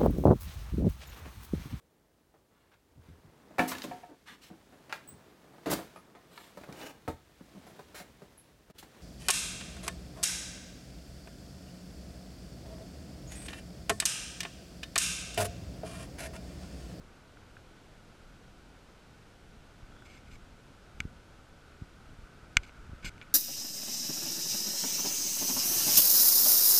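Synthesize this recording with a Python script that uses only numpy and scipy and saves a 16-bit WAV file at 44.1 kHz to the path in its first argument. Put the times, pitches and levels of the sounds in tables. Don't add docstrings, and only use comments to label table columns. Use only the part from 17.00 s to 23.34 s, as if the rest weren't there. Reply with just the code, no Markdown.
import sys
import numpy as np
from scipy.fft import rfft, irfft, next_fast_len
from scipy.io import wavfile
from scipy.ndimage import map_coordinates

SR = 44100
rng = np.random.default_rng(int(sys.argv[2]) if len(sys.argv) > 2 else 0)


def waveform_to_disk(signal):
    frames = np.transpose(np.atleast_2d(signal))
    scaled = np.clip(frames, -1, 1) * 32767
    samples = np.round(scaled).astype(np.int16)
    wavfile.write(sys.argv[1], SR, samples)


N = 279594


def amp(db):
    return 10 ** (np.asarray(db) / 20)


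def unit_rms(x):
    return x / np.sqrt(np.mean(x ** 2) + 1e-20)


def log_interp(points, hz):
    knots_hz, values = np.transpose(points)
    return np.interp(np.log(hz + 1), np.log(knots_hz), values)


def wobble(rate_hz, size=N):
    knots = rng.standard_normal(int(size * rate_hz / SR) + 4)
    return map_coordinates(knots, [np.arange(size) * rate_hz / SR])


def swell(peak_s, half_width_s):
    return np.exp(-((np.arange(N) / SR - peak_s) / half_width_s) ** 2)


def filtered(x, response):
    size = next_fast_len(len(x) + 8192)
    return irfft(rfft(x, size) * response(np.fft.rfftfreq(size, 1 / SR)), size)[:len(x)]


def resonance(hz, centre_hz, width_hz):
    return 1j * hz * width_hz / (centre_hz ** 2 - hz ** 2 + 1j * hz * width_hz)


def noise(spectrum):
    return unit_rms(filtered(rng.standard_normal(N), lambda hz: amp(log_interp(spectrum, hz))))


def narrow_noise(centre_hz, width_hz):
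    return unit_rms(filtered(rng.standard_normal(N), lambda hz: resonance(hz, centre_hz, width_hz) ** 3))


def add(track, start_s, sound):
    part = track[round(start_s * SR):][:len(sound)]
    part += sound[:len(part)]


# frequency in Hz, relative density in dB.
AIR_SPECTRUM = [(20, 0.5), (120, 1.5), (300, -1.5), (500, -4), (800, -7), (1200, -11), (1800, -13.5),
                (3000, -15), (5000, -19.5), (8000, -25), (11000, -31), (15000, -39)]

def forest_air(level_db=-58.0):
    return amp(level_db + 0.2 * wobble(2.37)) * noise(AIR_SPECTRUM)


# frequency in Hz, relative density in dB.
RUMBLE_SPECTRUM = [(8, -11.5), (25, 3.5), (60, -2), (110, -5.5), (180, -10), (300, -17), (600, -39),
                   (2000, -98)]
# centre in Hz, width in Hz, relative level in dB.
MURMUR_MODES = [(1380, 540, -2), (1492, 150, -7.5), (2270, 1100, -12.5)]
# time in seconds, murmur level in dB.
GRIP_LEVELS = [(0, -67.5), (2.2, -68), (4.8, -65), (6.34, -60)]
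# peak time in seconds, half-width in seconds, rumble rise in dB.
HAND_SHIFTS = [(.1, 0.074, 2.5), (1.27, 0.16, 4), (1.62, 0.091, 1.5), (2.35, .18, 2.5), (2.87, 0.19, 4),
               (3.35, 0.19, 4.5), (4.05, 0.08, 6), (5.24, 0.04, 1), (5.44, .03, 1), (5.86, .09, 2)]

def carrying_hand(rumble_db=-59, rumble_per_grip=0.44, murmur_per_shift=0.3):
    grip_db = np.interp(np.arange(N) / SR, *np.transpose(GRIP_LEVELS))
    shift_db = sum(db * swell(peak_s, half_width_s) for peak_s, half_width_s, db in HAND_SHIFTS)
    rise_db = rumble_per_grip * (grip_db - grip_db.mean()) + shift_db
    rumble = amp(rumble_db + rise_db + 1.9 * wobble(13)) * noise(RUMBLE_SPECTRUM)
    modes = sum(amp(db) * narrow_noise(hz, width_hz) for hz, width_hz, db in MURMUR_MODES)
    murmur = amp(grip_db + murmur_per_shift * shift_db + 0.94 * wobble(25)) * modes
    return rumble + murmur


def scuff(peak_s=2.99, half_width_s=0.09, level_db=-72.0):
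    return amp(level_db) * swell(peak_s, half_width_s) * narrow_noise(centre_hz=3360, width_hz=580)


# centre in Hz, width in Hz, gain in dB.
CASE_MODES = [(940, 270, -18), (1495, 64, 1), (1955, 117, -13), (2114, 85, 2), (2302, 212, 1.3),
              (2900, 156, -4.7), (3370, 117, -8.5), (4139, 430, -16), (4820, 80, -13), (5270, 130, -17.5),
              (6230, 174, -11), (7360, 200, -13.5), (8110, 220, -17.5), (8800, 810, -34),
              (11318, 230, -28.2), (12407, 340, -35), (13200, 1109, -34)]

def case(hz, damping=1):
    return sum((-1) ** k * amp(db) * resonance(hz, centre_hz, width_hz * damping)
               for k, (centre_hz, width_hz, db) in enumerate(CASE_MODES))


# frequency in Hz, relative level in dB.
FRICTION_SPECTRUM = [(600, 11), (1400, -1.5), (2200, 0), (3300, 1.5), (4000, 3), (4450, 6.5), (4800, 5),
                     (5050, 11), (5450, 0.5), (6200, -1.5), (7300, 0.5), (8150, -1), (8900, 9), (11300, 1),
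                     (12400, 5.5), (13200, 1), (13800, 3), (15000, -9)]
# start, end and ramp in seconds, level in dB, change over the stroke in dB,
# treble tilt in dB per octave, case damping factor.
FINGER_STROKES = [(3.043, 3.082, 0.015, -60, 0, 2.5, 1), (3.068, 3.2, 0.025, -60, 0.5, 1, 1),
                  (3.258, 3.298, .016, -62.5, 0, -1, 1.4), (3.301, 3.372, 0.018, -57, -3.5, 2.4, 1.2),
                  (5.629, 5.657, 0.0033, -54, -2, -0.5, .8), (5.658, 5.697, .008, -60, 0.5, 1.5, 0.74),
                  (6.019, 6.053, 0.0098, -58, 10, -3, 2.2), (6.046, 6.096, 0.0015, -39, -9, 2.3, 1.2),
                  (6.216, 6.236, .003, -59, -1, -1.5, 4.5)]

def finger_rubs(grain_db=1.6, drag_db=-1):
    out, drag = np.zeros(N), np.zeros(N)
    t = np.arange(SR // 4) / SR
    for start_s, end_s, ramp_s, db, change_db, tilt_db, damping in FINGER_STROKES:
        length_s = end_s - start_s
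        gate = np.clip(np.minimum(t, length_s - t) / ramp_s, 0, 1)
        stroke = gate * amp(db + change_db * np.minimum(t / length_s, 1))
        catches = rng.standard_normal(len(t)) * amp(grain_db * wobble(909, size=len(t)))
        colour = lambda hz: amp(
            log_interp(FRICTION_SPECTRUM, hz) + tilt_db * np.log2(np.maximum(hz, 2000)))
        friction = unit_rms(filtered(catches, lambda hz: case(hz, damping) * colour(hz)))
        add(out, start_s, stroke * friction)
        add(drag, start_s, stroke)
    return out + amp(drag_db) * drag * noise(RUMBLE_SPECTRUM)


# time in seconds, peak in dB, half-width in seconds, spring in Hz.
GRIP_PUSHES = [(2.832, -43, 0.0048, 19), (3.335, -46, .008, 14), (3.43, -45.5, .004, 18),
               (4.0036, -39.5, .0012, 54), (4.019, -40, .0028, 22), (4.0537, -28, 0.0013, 38),
               (4.815, -43, .0015, 70), (4.8222, -32.5, 0.0016, 46), (5.1895, -39, 0.0022, 28),
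               (5.234, -43, 0.0045, 31), (5.432, -44, 0.0027, 30), (5.787, -44.5, 0.0056, 23),
               (5.806, -43.5, .007, 15), (5.872, -43, 0.0034, 57), (5.8957, -36.5, 0.0015, 25),
               (5.922, -40, 0.003, 28), (5.934, -33.5, 0.0013, 25)]

def grip_bumps(sharpness=1.74):
    out = np.zeros(N)
    t = np.arange(-SR // 30, SR // 10) / SR
    for time_s, db, half_width_s, spring_hz in list(GRIP_PUSHES) + click_shoves():
        push = 1 / np.cosh(np.clip(sharpness * t / half_width_s, -50, 50))
        swing = filtered(push, lambda hz: 1j * hz * resonance(hz, spring_hz, width_hz=spring_hz))
        add(out, time_s + t[0], amp(db) * swing / np.abs(swing).max())
    return out


def click_shoves(spring_hz=18, settle_lag_s=0.026, settle_db=-12, settle_half_width_s=0.0036):
    pushes = []
    for start_s, click_db, *_ in CASE_CLICKS:
        shove_db = -23.5 + 0.64 * click_db
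        half_width_s = 0.0034 * 2 ** (click_db / 11.5)
        pushes.append((start_s + half_width_s / 2, shove_db, half_width_s, spring_hz))
        pushes.append((start_s + settle_lag_s, shove_db + settle_db, settle_half_width_s, spring_hz))
    return pushes


# start in seconds, peak in dB, pitch in Hz, relative overtone in dB.
SHORT_RINGS = [(0.3712, -47, 1440, -14), (.428, -51, 1480, -20), (.568, -42, 1520, -12),
               (2.965, -49, 1460, -18), (3.022, -46.5, 1450, -18), (4.0038, -28, 2250, -30),
               (4.005, -35.5, 1400, -12), (5.576, -37, 1480, -14)]

def short_rings(rise_s=0.0011, overtone_ratio=1.68):
    out = np.zeros(N)
    t = np.arange(SR // 20) / SR
    envelope = t / rise_s * np.exp(1 - t / rise_s)
    for start_s, db, hz, overtone_db in SHORT_RINGS:
        phase = 2 * np.pi * hz * t
        ring = np.sin(phase) + amp(overtone_db) * np.sin(overtone_ratio * phase)
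        add(out, start_s, amp(db) * envelope * ring)
    return out


# start in seconds, ring peak in dB, contact corner in Hz,
# roll-off order (negative lifts the treble), choke time in seconds.
CASE_CLICKS = [(4.0032, -21, 14500, -.4, 0.0089), (4.0043, -31, 2380, 5, 0.0017),
               (5.5691, -3.6, 9200, 2.6, 0.0062), (5.5708, -18.5, 9000, -1, 0.0017),
               (5.634, -39.5, 6000, 1, .003), (5.694, -43, 3550, 3, .002), (6.0456, -32, 5000, 1.5, .002),
               (6.1797, -45.5, 5030, 1, 0.0033), (6.2147, -32.5, 3700, 4.6, 0.00035),
               (6.2255, -48, 3800, 4, .0005)]

def case_clicks(rattle_db=-44, rattle_t60_s=0.058, rattle_cutoff_hz=2000):
    out = np.zeros(N)
    t = np.arange(SR // 10) / SR
    impulse = 1.0 * (t == 0)
    for start_s, db, corner_hz, order, choke_s in CASE_CLICKS:
        contact = lambda hz: (1 + 1j * hz / corner_hz - (hz / corner_hz) ** 2) ** (-order / 2)
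        choke = np.exp(-(t / choke_s) ** 2)
        ring = filtered(impulse, lambda hz: case(hz) * contact(hz)) * choke
        shake = amp(rattle_db - 60 * t / rattle_t60_s) * rng.standard_normal(len(t))
        rattle = filtered(shake, lambda hz: case(hz) * contact(hz) / (1 + 1j * hz / rattle_cutoff_hz))
        add(out, start_s, amp(db) * (ring + rattle) / np.abs(ring).max())
    return out


def scene():
    contacts = case_clicks() + short_rings() + grip_bumps() + finger_rubs() + scuff()
    return (contacts + carrying_hand() + forest_air())[None]


def record(dry):
    limit_hz = 15150
    return filtered(dry[0], lambda hz: 1 / np.sqrt(1 + (hz / limit_hz) ** 160))[None]


dry = scene()
out = record(dry)
waveform_to_disk(out)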